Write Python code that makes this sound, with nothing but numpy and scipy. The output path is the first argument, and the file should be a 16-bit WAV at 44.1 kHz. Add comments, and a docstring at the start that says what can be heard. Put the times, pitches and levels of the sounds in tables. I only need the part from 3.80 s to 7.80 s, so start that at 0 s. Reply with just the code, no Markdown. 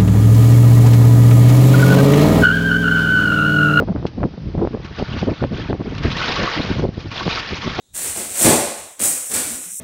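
"""On a small boat at sea, with the microphone out in the wind and a faint wash of water behind.
Gusts rumble, buffet, pop and hoot right on the microphone throughout.
Close by, a bucket is dipped over the side, hauled up streaming, and emptied over the deck in two pours.
The water is a mass of drop impacts and short ringing bubbles, with a few deeper glugs and sharp slaps,
all briefly reflected by the deck and sides of the boat."""
import sys
import numpy as np
from scipy import signal
from scipy.fft import rfft, irfft
from scipy.io import wavfile
from scipy.ndimage import map_coordinates

SR = 44100
rng = np.random.default_rng(int(sys.argv[2]) if len(sys.argv) > 2 else 0)


def to_wav(sig):
    """Store sig (one row per channel, or 1-D mono) as 16-bit WAV at the path in sys.argv[1].

    Samples outside -1..1 are clipped; the rate is SR.
    """
    pcm = np.clip(np.atleast_2d(sig), -1, 1) * 32767
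    pcm = np.round(pcm).astype(np.int16)
    wavfile.write(sys.argv[1], SR, pcm.T)  # frames by channels


N = 176400


def amp(db):
    """Decibels to gain."""
    return 10 ** (np.asarray(db) / 20)


def unit(x):
    """Scales to rms 1."""
    return x / np.sqrt(np.mean(x ** 2) + 1e-20)


def add(mix, start_s, sound):
    """Mixes a sound in at a time."""
    at = round(start_s * SR)
    sound = sound[max(-at, 0):]
    part = mix[max(at, 0):][:len(sound)]
    part += sound[:len(part)]


def curve(points):
    """A level curve in dB at every sample, fading fast outside its span."""
    times, db = np.transpose(points)
    t = np.arange(N) / SR
    return np.interp(t, times, db) - 400 * abs(t - np.clip(t, times[0], times[-1]))


def colour(x, spectrum):
    """Filters by a spectrum and scales to rms 1."""
    hz, db = np.transpose(spectrum)
    f = np.fft.rfftfreq(len(x), 1 / SR)
    gain = amp(np.interp(np.log(f + 1), np.log(hz), db)) * (f > 0)
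    return unit(irfft(rfft(x) * gain, len(x)))


def noise(spectrum, n=N):
    """Coloured noise of rms 1."""
    return colour(rng.standard_normal(n), spectrum)


def wander(hz):
    """Random drift of rms 1, up to about the given rate."""
    f = np.fft.rfftfreq(N, 1 / SR)
    return unit(irfft(rfft(rng.standard_normal(N)) * np.exp(-(f / hz) ** 2), N))


def sweep(field, speed, start=0):
    """Carries a frozen field of eddies past the microphone at a changing speed."""
    return map_coordinates(field, [(start + np.cumsum(speed)) % (len(field) - 1)], order=1)


# Open water all round the boat: freq_hz, level_db
SEA_SPECTRUM = [(60, 2), (300, 11), (800, 3.5), (1500, -0.5), (3000, -2.5), (5000, -4.5), (6000, -13),
                (7000, -33), (8000, -52)]


def sea(level_db=-46.5):
    """The open sea washes faintly and steadily in the background."""
    return amp(level_db) * noise(SEA_SPECTRUM)


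# Wind on the microphone between buffets: time_s, level_db
WIND_STRENGTH = [(0, -29.5), (.16, -25), (.27, -32), (.32, -40), (.41, -23), (.49, -33), (.56, -32.5),
                 (.78, -24.5), (.9, -28), (1.1, -33.5), (1.25, -36.5), (1.33, -22), (1.49, -28),
                 (1.56, -38), (1.62, -29), (1.92, -29), (2.12, -29.5), (2.26, -21.5), (2.52, -38),
                 (2.61, -21), (2.71, -44), (2.92, -20), (3.12, -34.5), (3.3, -32), (3.35, -42),
                 (3.48, -25.5), (3.63, -41.5), (4, -28.5)]
# Its low rumble and lighter flutter: freq_hz, level_db
RUMBLE_SPECTRUM = [(20, -20), (45, -5), (100, -2), (150, -4), (250, -19), (500, -36), (1500, -82)]
FLUTTER_SPECTRUM = [(50, -9.5), (120, -0.5), (200, 6), (300, -7.5), (450, -11), (800, -20), (1500, -32.5),
                    (4000, -72.5)]


def wind(rumble_db=-1.5, flutter_db=-33, lump_db=2.5, speed_scatter=.28):
    """Rumble and flutter come in lumps and follow the wind's strength."""
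    strength_db = curve(WIND_STRENGTH)
    lumps = wander(hz=45.07)
    rumble = amp(strength_db + rumble_db) * unit(amp(lump_db * lumps) * noise(RUMBLE_SPECTRUM))
    eddies = sweep(noise(FLUTTER_SPECTRUM), speed=np.exp(speed_scatter * lumps))
    flutter = amp(flutter_db) * unit(eddies * amp(strength_db + lump_db * lumps))
    return rumble + flutter


# Turbulent air at the microphone, at the reference eddy rate: freq_hz, level_db
EDDY_SPECTRUM = [(30, -11.5), (90, -5), (200, -1), (340, -3), (520, -8), (800, -18.5), (1400, -36.5),
                 (3000, -63), (6000, -88.5)]
# Buffets striking the microphone: centre_s, width_s, level_db, eddy_rate_hz
WIND_BUFFETS = [(0.007, 0.016, -17, 413.5), (0.027, 0.018, -17.5, 293), (0.089, 0.024, -22, 364),
                (0.121, 0.016, -28.5, 398), (0.159, 0.023, -22, 274.2), (0.382, 0.017, -22, 223),
                (0.411, 0.039, -21, 131.7), (0.446, 0.039, -17.5, 344.4), (0.671, 0.062, -22, 130.5),
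                (0.775, 0.06, -24, 109), (0.791, 0.031, -18.5, 240), (0.821, 0.022, -15, 350),
                (0.845, 0.021, -19.5, 233), (0.948, 0.013, -19.5, 346), (0.972, 0.019, -29, 273),
                (1.202, 0.025, -21.5, 334), (1.224, 0.014, -18.5, 280.5), (1.349, 0.04, -31, 240),
                (1.43, 0.02, -16, 286), (1.485, 0.02, -15, 314.3), (1.518, 0.033, -20, 318),
                (1.626, 0.016, -15.5, 290), (1.647, 0.018, -20, 260.3), (1.732, 0.039, -20.5, 185.7),
                (1.8, 0.051, -25, 231), (1.905, 0.023, -17.5, 307.3), (1.947, 0.028, -25.5, 325),
                (2.012, 0.029, -22.5, 366), (2.066, 0.027, -24.5, 272.4), (2.127, 0.013, -22.5, 314),
                (2.25, 0.021, -16.5, 166.6), (2.496, 0.036, -27, 432), (2.598, 0.024, -24.5, 301.5),
                (2.635, 0.025, -20.5, 306.7), (2.776, 0.018, -20.5, 303.5), (2.799, 0.02, -17, 277.5),
                (2.912, 0.02, -20, 186), (2.966, 0.036, -22.5, 166), (3.047, 0.036, -16, 279.2),
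                (3.47, 0.028, -19, 339.6), (3.729, 0.028, -22, 207), (3.872, 0.04, -24.5, 240),
                (3.992, 0.013, -18, 333)]


def buffets(trim_db=-0.56, span_widths=2.1, reference_hz=300, edge_speed=.7, speed_scatter=0.2404):
    """Each buffet swells and speeds up, so its eddies are brightest at the middle."""
    out = np.zeros(N)
    field = noise(EDDY_SPECTRUM)
    jitter = wander(hz=240)
    for centre_s, width_s, db, eddy_hz in WIND_BUFFETS:
        n = int(width_s * span_widths * SR)
        start = int(rng.random() * N)
        arch = np.hanning(n)
        unsteady = np.exp(speed_scatter * np.roll(jitter, start)[:n])
        speed = eddy_hz / reference_hz * (edge_speed + (1 - edge_speed) * arch) * unsteady
        puff = unit(arch * sweep(field, speed, start)) / np.sqrt(span_widths)
        add(out, centre_s - n / SR / 2, amp(db + trim_db) * puff)
    return out


# Gusts hooting for a few cycles on the microphone: centre_s, pitch_hz, peak_db
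WIND_HOOTS = [(.007, 433, -14.5), (.106, 195, -9), (.838, 340, -14.5), (.947, 444, -20),
              (1.483, 267, -12.5), (1.49, 582, -18), (1.649, 564, -22.5), (3.039, 434, -15.5)]


def hoots(swell_s=0.008, glide=0.092):
    """Eddies leave the microphone's edge in step: a short hollow note that glides a little."""
    out, t = np.zeros(N), np.arange(-2048, 2048) / SR
    swell = np.exp(-(t / swell_s) ** 2)
    for centre_s, hz, db in WIND_HOOTS:
        phase, lean = rng.uniform(-1.15, 1, 2)
        turns = hz * t * (1 + lean * glide * t / swell_s) + phase
        add(out, centre_s + t[0], amp(db) * swell * np.sin(2 * np.pi * turns))
    return out


# Single tight eddies popping on the microphone: centre_s, level_db, core_s
WIND_POPS = [(.151, -25, 0.0004), (.162, -11.5, 0.00029), (.228, -17.5, 0.00034), (0.254, -4, 0.00043),
             (.432, -7.5, 0.00022), (0.439, -7.5, 0.00026), (.579, -19, 0.00053), (0.752, -6.5, 0.00063),
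             (0.851, -4.5, 0.00045), (0.874, -9, 0.0003), (1.226, -10, 0.00063), (1.640, -5, 0.00022),
             (1.93, -6, 0.00026), (2.852, -17.5, .0005), (2.996, -7, 0.00054), (3.091, -9.5, 0.0007),
             (3.18, -10, 0.0008), (3.479, -5.5, 0.0002), (3.878, -11.5, 0.0005)]


def pops(trim_db=-2.5, tail_stretch=1.08, flurry_db=-18.5, flurry_s=0.014):
    """A vortex core crosses the microphone: pressure rises, flips and trails back amid a small flurry."""
    out, t = np.zeros(N), np.arange(-1024, 1024) / SR
    for centre_s, db, core_s in WIND_POPS:
        position = t / core_s / np.where(t > 0, tail_stretch, 1)
        swing = 2 * position / (1 + position ** 2) * np.exp(-(position / 5) ** 2)
        flurry = amp(flurry_db) * np.exp(-(t / flurry_s) ** 2) * noise(EDDY_SPECTRUM, len(t))
        add(out, centre_s + t[0], amp(db + trim_db) * (flurry - swing))
    return out


def low_cut(air, cutoff_hz=33):
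    """The microphone cuts the deepest bass of the moving air."""
    return signal.sosfilt(signal.butter(2, cutoff_hz, "high", fs=SR, output="sos"), air)


def hull(direct, echo_db=-11.5, decay_s=0.0097, gap_s=.002):
    """The nearby deck and sides of the boat add brief scattered reflections."""
    t = np.arange(SR // 8) / SR
    taps = rng.standard_normal(len(t)) * (rng.random(len(t)) < .05)
    taps *= (t > gap_s) * np.exp(-t / decay_s)
    return direct + amp(echo_db) * signal.oaconvolve(direct, taps / np.linalg.norm(taps))[:N]


# Slaps of water and bucket, close by: start_s, level_db
WATER_SLAPS = [(0.264, -28.5), (1.044, -32), (1.186, -29), (1.386, -26), (2.178, -26), (2.232, -26),
               (2.313, -20.5), (2.366, -18.5), (2.422, -22), (3.203, -32.5), (3.313, -26), (3.593, -20.5)]
# Their tone at the microphone: freq_hz, level_db
SLAP_SPECTRUM = [(300, -21.5), (1100, 8), (1800, 0), (2500, 8), (3500, 3), (5000, -1), (6100, -8.5),
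                 (7200, -26.5), (8200, -30.5)]


def slaps(rise_s=0.0038, decay_s=0.0089):
    """Water and bucket strike in short bright smacks that die quickly."""
    out, t = np.zeros(N), np.arange(4096) / SR
    envelope = np.minimum(t / rise_s, 1) * np.exp(-t / decay_s)
    for start_s, db in WATER_SLAPS:
        add(out, start_s, amp(db) * envelope * noise(SLAP_SPECTRUM, len(t)))
    return out


# Large pockets of air trapped in the pours on deck: start_s, pitch_hz, level_db
AIR_POCKETS = [(2.46, 1240, -21), (2.505, 960, -15), (2.563, 1040, -13.5), (2.676, 1130, -7),
               (2.762, 1120, -16), (3.358, 640, -18), (3.409, 1000, -12.5), (3.575, 1280, -15)]


def glugs(decay_s=0.003, pitch_rise=0.041):
    """A pocket of air closes and rings briefly, rising in pitch."""
    out, t = np.zeros(N), np.arange(0, 6 * decay_s, 1 / SR)
    for start_s, hz, db in AIR_POCKETS:
        turns = hz * t * (1 + pitch_rise * t / decay_s / 2)
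        envelope = np.exp(-t / decay_s) * (1 - np.exp(-2 * turns))
        add(out, start_s, amp(db) * envelope * np.sin(2 * np.pi * turns))
    return out


def hits(per_s, spread_db):
    """Random impulses of either sign; a positive spread makes a few louder, a negative one softer."""
    chance = rng.random(N)
    size = np.minimum(rng.exponential(1, N), 4)
    sign = rng.choice([-1., 1.], N)
    return (chance < per_s / SR) * sign * amp(spread_db * size)


def bubbles(low_hz=419.3, high_hz=6898, sizes=56, ring_cycles=8.8, pitch_rise=0.0705, swarm_db=2.5):
    """Bubbles ring for some cycles, rising in pitch near the surface; like sizes come in swarms."""
    out = np.zeros(N)
    pitches = np.geomspace(low_hz, high_hz, sizes) * rng.uniform(1.0, 1.02, sizes)
    for k, hz in enumerate(pitches):
        if k % 5 == 0:  # five neighbouring sizes swell together
            swarm = amp(swarm_db * wander(hz=14))
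        decay_s = ring_cycles * rng.uniform(0.61, 1.4) / hz
        t = np.arange(0, 5 * decay_s, 1 / SR)
        envelope = np.exp(-t / decay_s) * (1 - np.exp(-t * hz))
        ring = envelope * np.sin(2 * np.pi * hz * t * (1 + pitch_rise * t / decay_s / 2))
        per_s = 2800 / sizes * np.sqrt(hz / 2000)  # small bubbles form more often
        births = swarm * hits(per_s, spread_db=3)
        out += np.sqrt(hz) * unit(signal.oaconvolve(births, ring)[:N])
    return unit(out)


def drops(per_s=3000, energy_decay_s=0.00079):
    """Each drop bursts in a tiny puff of spray."""
    impacts = hits(per_s, spread_db=-3)
    energy = signal.lfilter([1], [1, -np.exp(-1 / (energy_decay_s * SR))], impacts ** 2)
    return unit(np.sqrt(energy) * rng.standard_normal(N))


# Flow as the bucket dips and streams over the side, then pours twice on deck: time_s, level_db
SCOOP_FLOW = [(.65, -57.5), (1.0, -53), (1.06, -43), (1.12, -46.5), (1.19, -36), (1.25, -39), (1.41, -34.5),
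              (1.5, -42.5), (1.62, -39.5), (1.67, -47), (1.72, -45), (1.76, -35.5), (1.88, -39.5),
              (1.96, -52), (2.15, -41.5), (2.3, -63)]
FIRST_POUR_FLOW = [(2.12, -53), (2.21, -44), (2.235, -32), (2.35, -32), (2.385, -25.5), (2.55, -25),
                   (2.72, -26), (2.9, -31), (2.99, -34), (3.09, -52)]
SECOND_POUR_FLOW = [(3.14, -45), (3.2, -42.5), (3.3, -44), (3.33, -33.5), (3.405, -26.5), (3.45, -34.5),
                    (3.52, -24.5), (3.585, -27.5), (3.61, -33), (3.7, -31.5), (3.8, -32.5), (3.92, -30.5),
                    (4.0, -30)]
# Water landing on the sea, the deck and the wet deck, heard from on board: freq_hz, level_db
ON_SEA_SPECTRUM = [(250, -15), (600, -2), (900, 2.5), (1300, 4.5), (2500, 0.5), (3800, -2), (5000, -7.5),
                   (6000, -15), (7000, -27.5), (8500, -61)]
ON_DECK_SPECTRUM = [(200, -3.5), (450, 0.5), (750, -5.5), (1150, 0), (1700, -2.5), (3000, -4), (4200, -7),
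                    (5200, -11), (6100, -20.5), (7000, -30), (8500, -64.5)]
ON_WET_DECK_SPECTRUM = [(200, 1.5), (450, -0.5), (750, -0.5), (1300, 2.5), (1900, 0.5), (3200, 0),
                        (4200, -3), (5200, -6.5), (6100, -15), (7000, -26), (8500, -56.5)]


def water(flow, spectrum, froth, gain_db, drops_db, clump_db):
    """Bubbles and drops arrive in clumps under the flow, coloured by where the water lands."""
    grains = froth + amp(drops_db) * drops()
    clumps = amp(clump_db * wander(hz=68))
    return amp(curve(flow) + gain_db) * colour(grains * clumps, spectrum)


def scene():
    """One microphone on board: the sea behind, wind on the capsule, the bucket's water in front."""
    froth = bubbles()
    scoop = water(SCOOP_FLOW, ON_SEA_SPECTRUM, froth, gain_db=2.0, drops_db=1.5, clump_db=1.0)
    first = water(FIRST_POUR_FLOW, ON_DECK_SPECTRUM, froth, gain_db=2.0, drops_db=4.5, clump_db=1.0)
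    second = water(SECOND_POUR_FLOW, ON_WET_DECK_SPECTRUM, froth,
                   gain_db=1.5, drops_db=4.5, clump_db=1.7)
    wash = sea()
    bucket = hull(scoop + first + second + glugs() + slaps())
    air = low_cut(wind() + buffets() + hoots() + pops())
    return (wash + air + bucket)[None]


def record(dry, ceiling_db=-1.5, top_hz=8500):
    """The microphone rounds off the largest peaks; then the highest treble is cut."""
    rounded = dry / (1 + (dry / amp(ceiling_db)) ** 4) ** (1 / 4)
    lowpass = signal.firwin(511, top_hz, window=("kaiser", 9), fs=SR)
    return signal.oaconvolve(rounded, lowpass[None], "same")


dry = scene()
out = record(dry)
to_wav(out)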